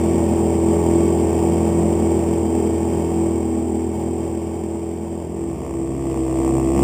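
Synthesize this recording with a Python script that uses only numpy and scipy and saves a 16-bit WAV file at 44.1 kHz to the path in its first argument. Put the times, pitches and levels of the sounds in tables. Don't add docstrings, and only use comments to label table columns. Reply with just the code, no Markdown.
import sys
import numpy as np
from scipy import signal
from scipy.fft import rfft, irfft, next_fast_len
from scipy.io import wavfile
from scipy.ndimage import uniform_filter1d, map_coordinates

SR = 44100
rng = np.random.default_rng(int(sys.argv[2]) if len(sys.argv) > 2 else 0)


def ratio_of_db(decibels):
    return 10 ** (np.asarray(decibels, float) / 20)


def digitize_waveform(pressure):
    field = np.atleast_2d(pressure).T
    bounded = np.clip(field, -1, 1)
    quanta = np.round(bounded * 32767).astype(np.int16)
    wavfile.write(sys.argv[1], SR, quanta)


N = 301203


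def along(points, hz):
    f, value = np.transpose(points)
    return np.interp(np.log(hz + 1), np.log(f + 1), value)


def unit(x):
    return x / np.sqrt(np.mean(x ** 2) + 1e-20)


def wobble(rate):
    coarse = np.arange(0, N + 64, 64)
    drift = map_coordinates(rng.standard_normal(2000), [coarse * rate / SR])
    return np.interp(np.arange(N), coarse, drift)


def filtered(x, response):
    size = next_fast_len(N + SR // 2)
    spectrum = rfft(np.pad(x, (0, SR // 10), "reflect"), size)
    return irfft(spectrum * response(np.fft.rfftfreq(size, 1 / SR)), size)[:N]


def resonances(modes, f):
    total = 0
    for k, (centre, width, db) in enumerate(modes):
        damping = 1j * f * width
        total = total + (-1) ** k * ratio_of_db(db) * damping / (centre ** 2 - f ** 2 + damping)
    return total


def drone(angle, speed, orders, imbalance, cabin, sway_db, sway_rad):
    out = np.zeros(N)
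    middle = np.median(speed)
    for k, db, flank_db in orders:
        looseness = 2.5 - db / 20
        level = ratio_of_db(db + flank_db * (speed - middle) + sway_db * looseness * wobble(9))
        if k % 2 == 1:
            level = level * imbalance
        lag = sum(rad * (0.5 + np.arctan((k * middle - hz) / width) / np.pi) for hz, width, rad in cabin)
        phase = k * angle - lag + sway_rad * looseness * wobble(6)
        out -= np.sqrt(2) * level * np.cos(phase)
    return out


def knocks(angle, firewall, imbalance):
    scatter_db, jitter_s, uneven_db = 1.3, 0.0002, 1.2
    at = np.flatnonzero(np.diff(np.floor(angle / np.pi)))
    size, late = rng.standard_normal((2000, 2))[:len(at)].T
    size_db = scatter_db * size + uneven_db * imbalance[at] * (-1) ** np.arange(len(at))
    push = np.zeros(N)
    push[np.clip(at + (jitter_s * SR * late).astype(int), 0, N - 1)] = -ratio_of_db(size_db)
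    return unit(filtered(push, lambda f: resonances(firewall, f) / (1 + 1j * f / 3000) ** 2))


def puffs(angle, depth_db, sharp, scatter_db):
    firing = angle / np.pi
    size_db = scatter_db * rng.standard_normal(2000)[firing.astype(int)]
    return ratio_of_db((depth_db + size_db) * np.exp(-sharp * (firing % 1)))


def trim_rattle(angle, trim, puff_db, sharp):
    buzz = unit(puffs(angle, puff_db, sharp, scatter_db=1.55) * rng.standard_normal(N))
    return unit(filtered(buzz, lambda f: resonances(trim, f) * f ** 2 / (f ** 2 + 900 ** 2)))


def air_roar(angle, roar, puff_db, sharp):
    # panel mode in Hz, width in Hz, level in dB
    thin_panels = [(115, 4.6, 9), (382, 18, 7)]
    air = unit(puffs(angle, puff_db, sharp, scatter_db=0.8) * rng.standard_normal(N))
    return unit(filtered(air, lambda f: ratio_of_db(along(roar, f)) * (1 + abs(resonances(thin_panels, f)))))


def flight(engine, firing, firewall, fade, full_db, load_db, orders, imbalance, cabin, roar, trim,
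           roar_puff_db, trim_puff_db, sharp, gust_db, knock_gain_db):
    t = np.arange(N) / SR
    at_s, speed_rows, load_rows = np.transpose(engine)
    speed = np.interp(t, at_s, speed_rows)
    load = np.interp(t, at_s, load_rows)
    levels = [db + slope * load for db, slope in zip(full_db, load_db)]
    firing_db, boom_db, roar_db, trim_db, knock_db = levels

    turns = np.cumsum(speed) / SR
    firing_s, trail_rad = firing
    angle = 2 * np.pi * (turns - np.interp(firing_s, t, turns) + 500)
    drone_angle = angle - trail_rad

    tone = drone(drone_angle, speed, [(2, 0, 0)], imbalance, cabin, sway_db=0.17, sway_rad=0.086)
    boom = drone(drone_angle, speed, orders, imbalance, cabin, sway_db=0.6, sway_rad=0.09)
    knock = knocks(angle, firewall, imbalance)
    rattle = trim_rattle(angle, trim, trim_puff_db, sharp)
    air = air_roar(angle, roar, roar_puff_db, sharp)

    gust = gust_db * wobble(14)
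    mix = ratio_of_db(firing_db) * tone + ratio_of_db(boom_db) * boom
    mix += ratio_of_db(knock_db + knock_gain_db + 1.8 * wobble(4)) * knock
    mix += ratio_of_db(trim_db + 0.58 * gust) * rattle
    mix += ratio_of_db(roar_db + 5.0 + gust) * air
    silent_s, full_s = fade
    return np.clip((t - silent_s) / (full_s - silent_s), 0, 1) * mix


def whole(orders):
    return [(round(k), db, flank_db) for k, db, flank_db in orders]


def cruise():
    # time in seconds, shaft turns per second, load in dB
    engine = [(0.0, 41.85, 0.5), (0.5, 41.58, -0.3), (0.95, 41.98, 1.5), (1.12, 41.96, 0),
              (1.3, 41.49, -.5), (1.5, 41.84, 0), (1.9, 41.95, 0.6), (2.1, 41.64, 1), (2.32, 41.83, 0.4),
              (2.52, 41.15, -0.8), (2.8, 41.6, 0.8), (3.1, 41.87, 1), (3.3, 41.7, 0.5), (3.5, 40.92, -1.3),
              (3.72, 40.97, -1.3), (3.95, 41.5, 0), (4.7, 41.68, -0.1), (5.4, 41.95, 2)]
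    firing = (5.6040, 0)
    # shaft order, level in dB against the boom, dB per turn/s on a panel mode's flank
    orders = [(3, -15, -2.5), (4, -7.5, 18), (5, -11.5, -3), (6, -10.5, -12), (7, -21.5, 41), (8, 1, -2),
              (9, -6.5, 0.5), (10, -6.5, -1.5), (11, -10.5, 0.5), (12, -44, 14), (13, -24, 8),
              (14, -17, 10), (16, -28.5, 10), (18, -19.5, -1.5), (19, -26, -8), (20, -18, -3.5),
              (22, -20, 3), (23, -33.5, 5), (27, -29.5, 3)]
    # multiple, dB against the boom, dB per turn/s
    accessory = (5.16, -5, 0)
    # cabin mode in Hz, width in Hz, lag of the orders above it in rad
    cabin = [(20, 5, 1.6), (210, 10, 4.2), (375, 12, 3.6), (500, 15, 3.2), (620, 15, 1.3), (880, 20, .9)]
    # mode in Hz, width in Hz, level in dB
    firewall = [(693, 225, 0.5), (826, 158, 2.5), (1102, 69, 5), (2060, 130, -18), (2430, 350, -19.5)]
    # mode in Hz, width in Hz, level in dB
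    trim = [(1505, 96, -12), (1844, 150, -9.5), (2224, 124, -6), (2530, 235, -9.5), (2795, 240, -10.5),
            (3155, 91, -6.5), (3475, 98, -10.5), (3805, 260, -14)]
    # frequency in Hz, level in dB
    roar = [(18, -57), (30, -25), (47, -10), (70, -13.5), (96, -9), (130, -13), (221, 2), (279, -2.5),
            (335, -3), (430, -10.5), (499, -7), (580, -4), (924, -11.5), (1330, -27.5), (1600, -39),
            (2080, -77), (3520, -120)]
    # silent at, full at, in seconds
    fade = (6.79, 1.47)
    full_db = (-25, -22, -29.5, -42.5, -44)
    load_db = (0.53, .4, 0.42, 0.8, 1.4)

    swaps_per_s = 3
    swaps = np.cumsum(rng.exponential(1 / swaps_per_s, size=100))
    swapping = (-1.0) ** np.searchsorted(swaps, np.arange(N) / SR)
    swapping = uniform_filter1d(swapping, size=600)
    return flight(engine, firing, firewall, fade, full_db, load_db, whole(orders) + [accessory],
                  swapping, cabin, roar, trim,
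                  roar_puff_db=1.5, trim_puff_db=4, sharp=3, gust_db=0.7, knock_gain_db=-4)


def slow_pass():
    # time in seconds, shaft turns per second, load in dB
    engine = [
        (5.0, 33.31, 1),
        (5.6, 33.29, 1.5),
        (5.88, 33.25, -3),
        (6.0, 33.71, 0),
        (6.12, 33.2, .7),
        (6.27, 32.69, -0.2),
        (6.4, 33.18, 1.4),
        (6.7, 33.2, -.2),
        (6.78, 34.1, 3),
    ]
    firing = (6.7177, .9)
    # shaft order, level in dB against the boom, dB per turn/s on a panel mode's flank
    orders = [(4, -7, 3), (5, -27, 0), (6, -18.5, 14), (7, -17, -6), (8, -6.5, 5), (10, 0.5, -1),
              (12, -13, 0.5), (14, -12.5, 1), (16, -57, 0.0016), (18, -28, 4), (20, -15, 1.5), (22, -21, 0)]
    # cabin mode in Hz, width in Hz, lag of the orders above it in rad
    cabin = [(20, 5, .5), (180, 8, 3), (230, 8, 3.2), (430, 15, 5)]
    # mode in Hz, width in Hz, level in dB
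    firewall = [(696, 350, -0.5), (1136, 150, 2), (1900, 380, -16), (2600, 310, -9)]
    # mode in Hz, width in Hz, level in dB
    trim = [(1460, 286, -10.5), (1690, 67, -5), (1910, 680, 2), (2600, 350, 5.5), (3180, 890, 2),
            (3550, 300, -30)]
    # frequency in Hz, level in dB
    roar = [(18, -48), (30, -19), (54, -19), (130, -7), (214, 1), (279, -3), (329, 3), (376, -11),
            (516, -4), (662, -5.5), (939, -14.5), (1090, -25.5), (1600, -43), (2080, -83), (3520, -120)]
    # silent at, full at, in seconds
    fade = (5.1, 7.11)
    full_db = (-25.5, -19.5, -29, -42.5, -42.5)
    load_db = (.9, 0.053, 0.51, 0.88, 1.6)

    return flight(engine, firing, firewall, fade, full_db, load_db, whole(orders),
                  unit(wobble(16)), cabin, roar, trim,
                  roar_puff_db=5, trim_puff_db=5, sharp=5, gust_db=0.6, knock_gain_db=8)


def scene():
    return (cruise() + slow_pass())[None]


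def sample_and_hold(x):
    slow_rate, hold = 8000, 4
    guarded = filtered(x, lambda f: 1 / (1 + (f / 3600) ** 7))
    padded = np.pad(guarded, (0, SR // 10), "reflect")
    coarse = signal.resample_poly(padded, slow_rate, SR, window=("kaiser", 9))
    held = signal.resample_poly(np.repeat(coarse, hold), SR, slow_rate * hold, window=("kaiser", 9))
    return held[:N]


def low_pass(x):
    return signal.sosfilt(signal.butter(12, 15780, fs=SR, output="sos"), x)


def record(dry):
    held = sample_and_hold(dry[0])
    finished = filtered(held, lambda f: f < 15300)[None]
    return low_pass(finished)


dry = scene()
out = record(dry)
digitize_waveform(out)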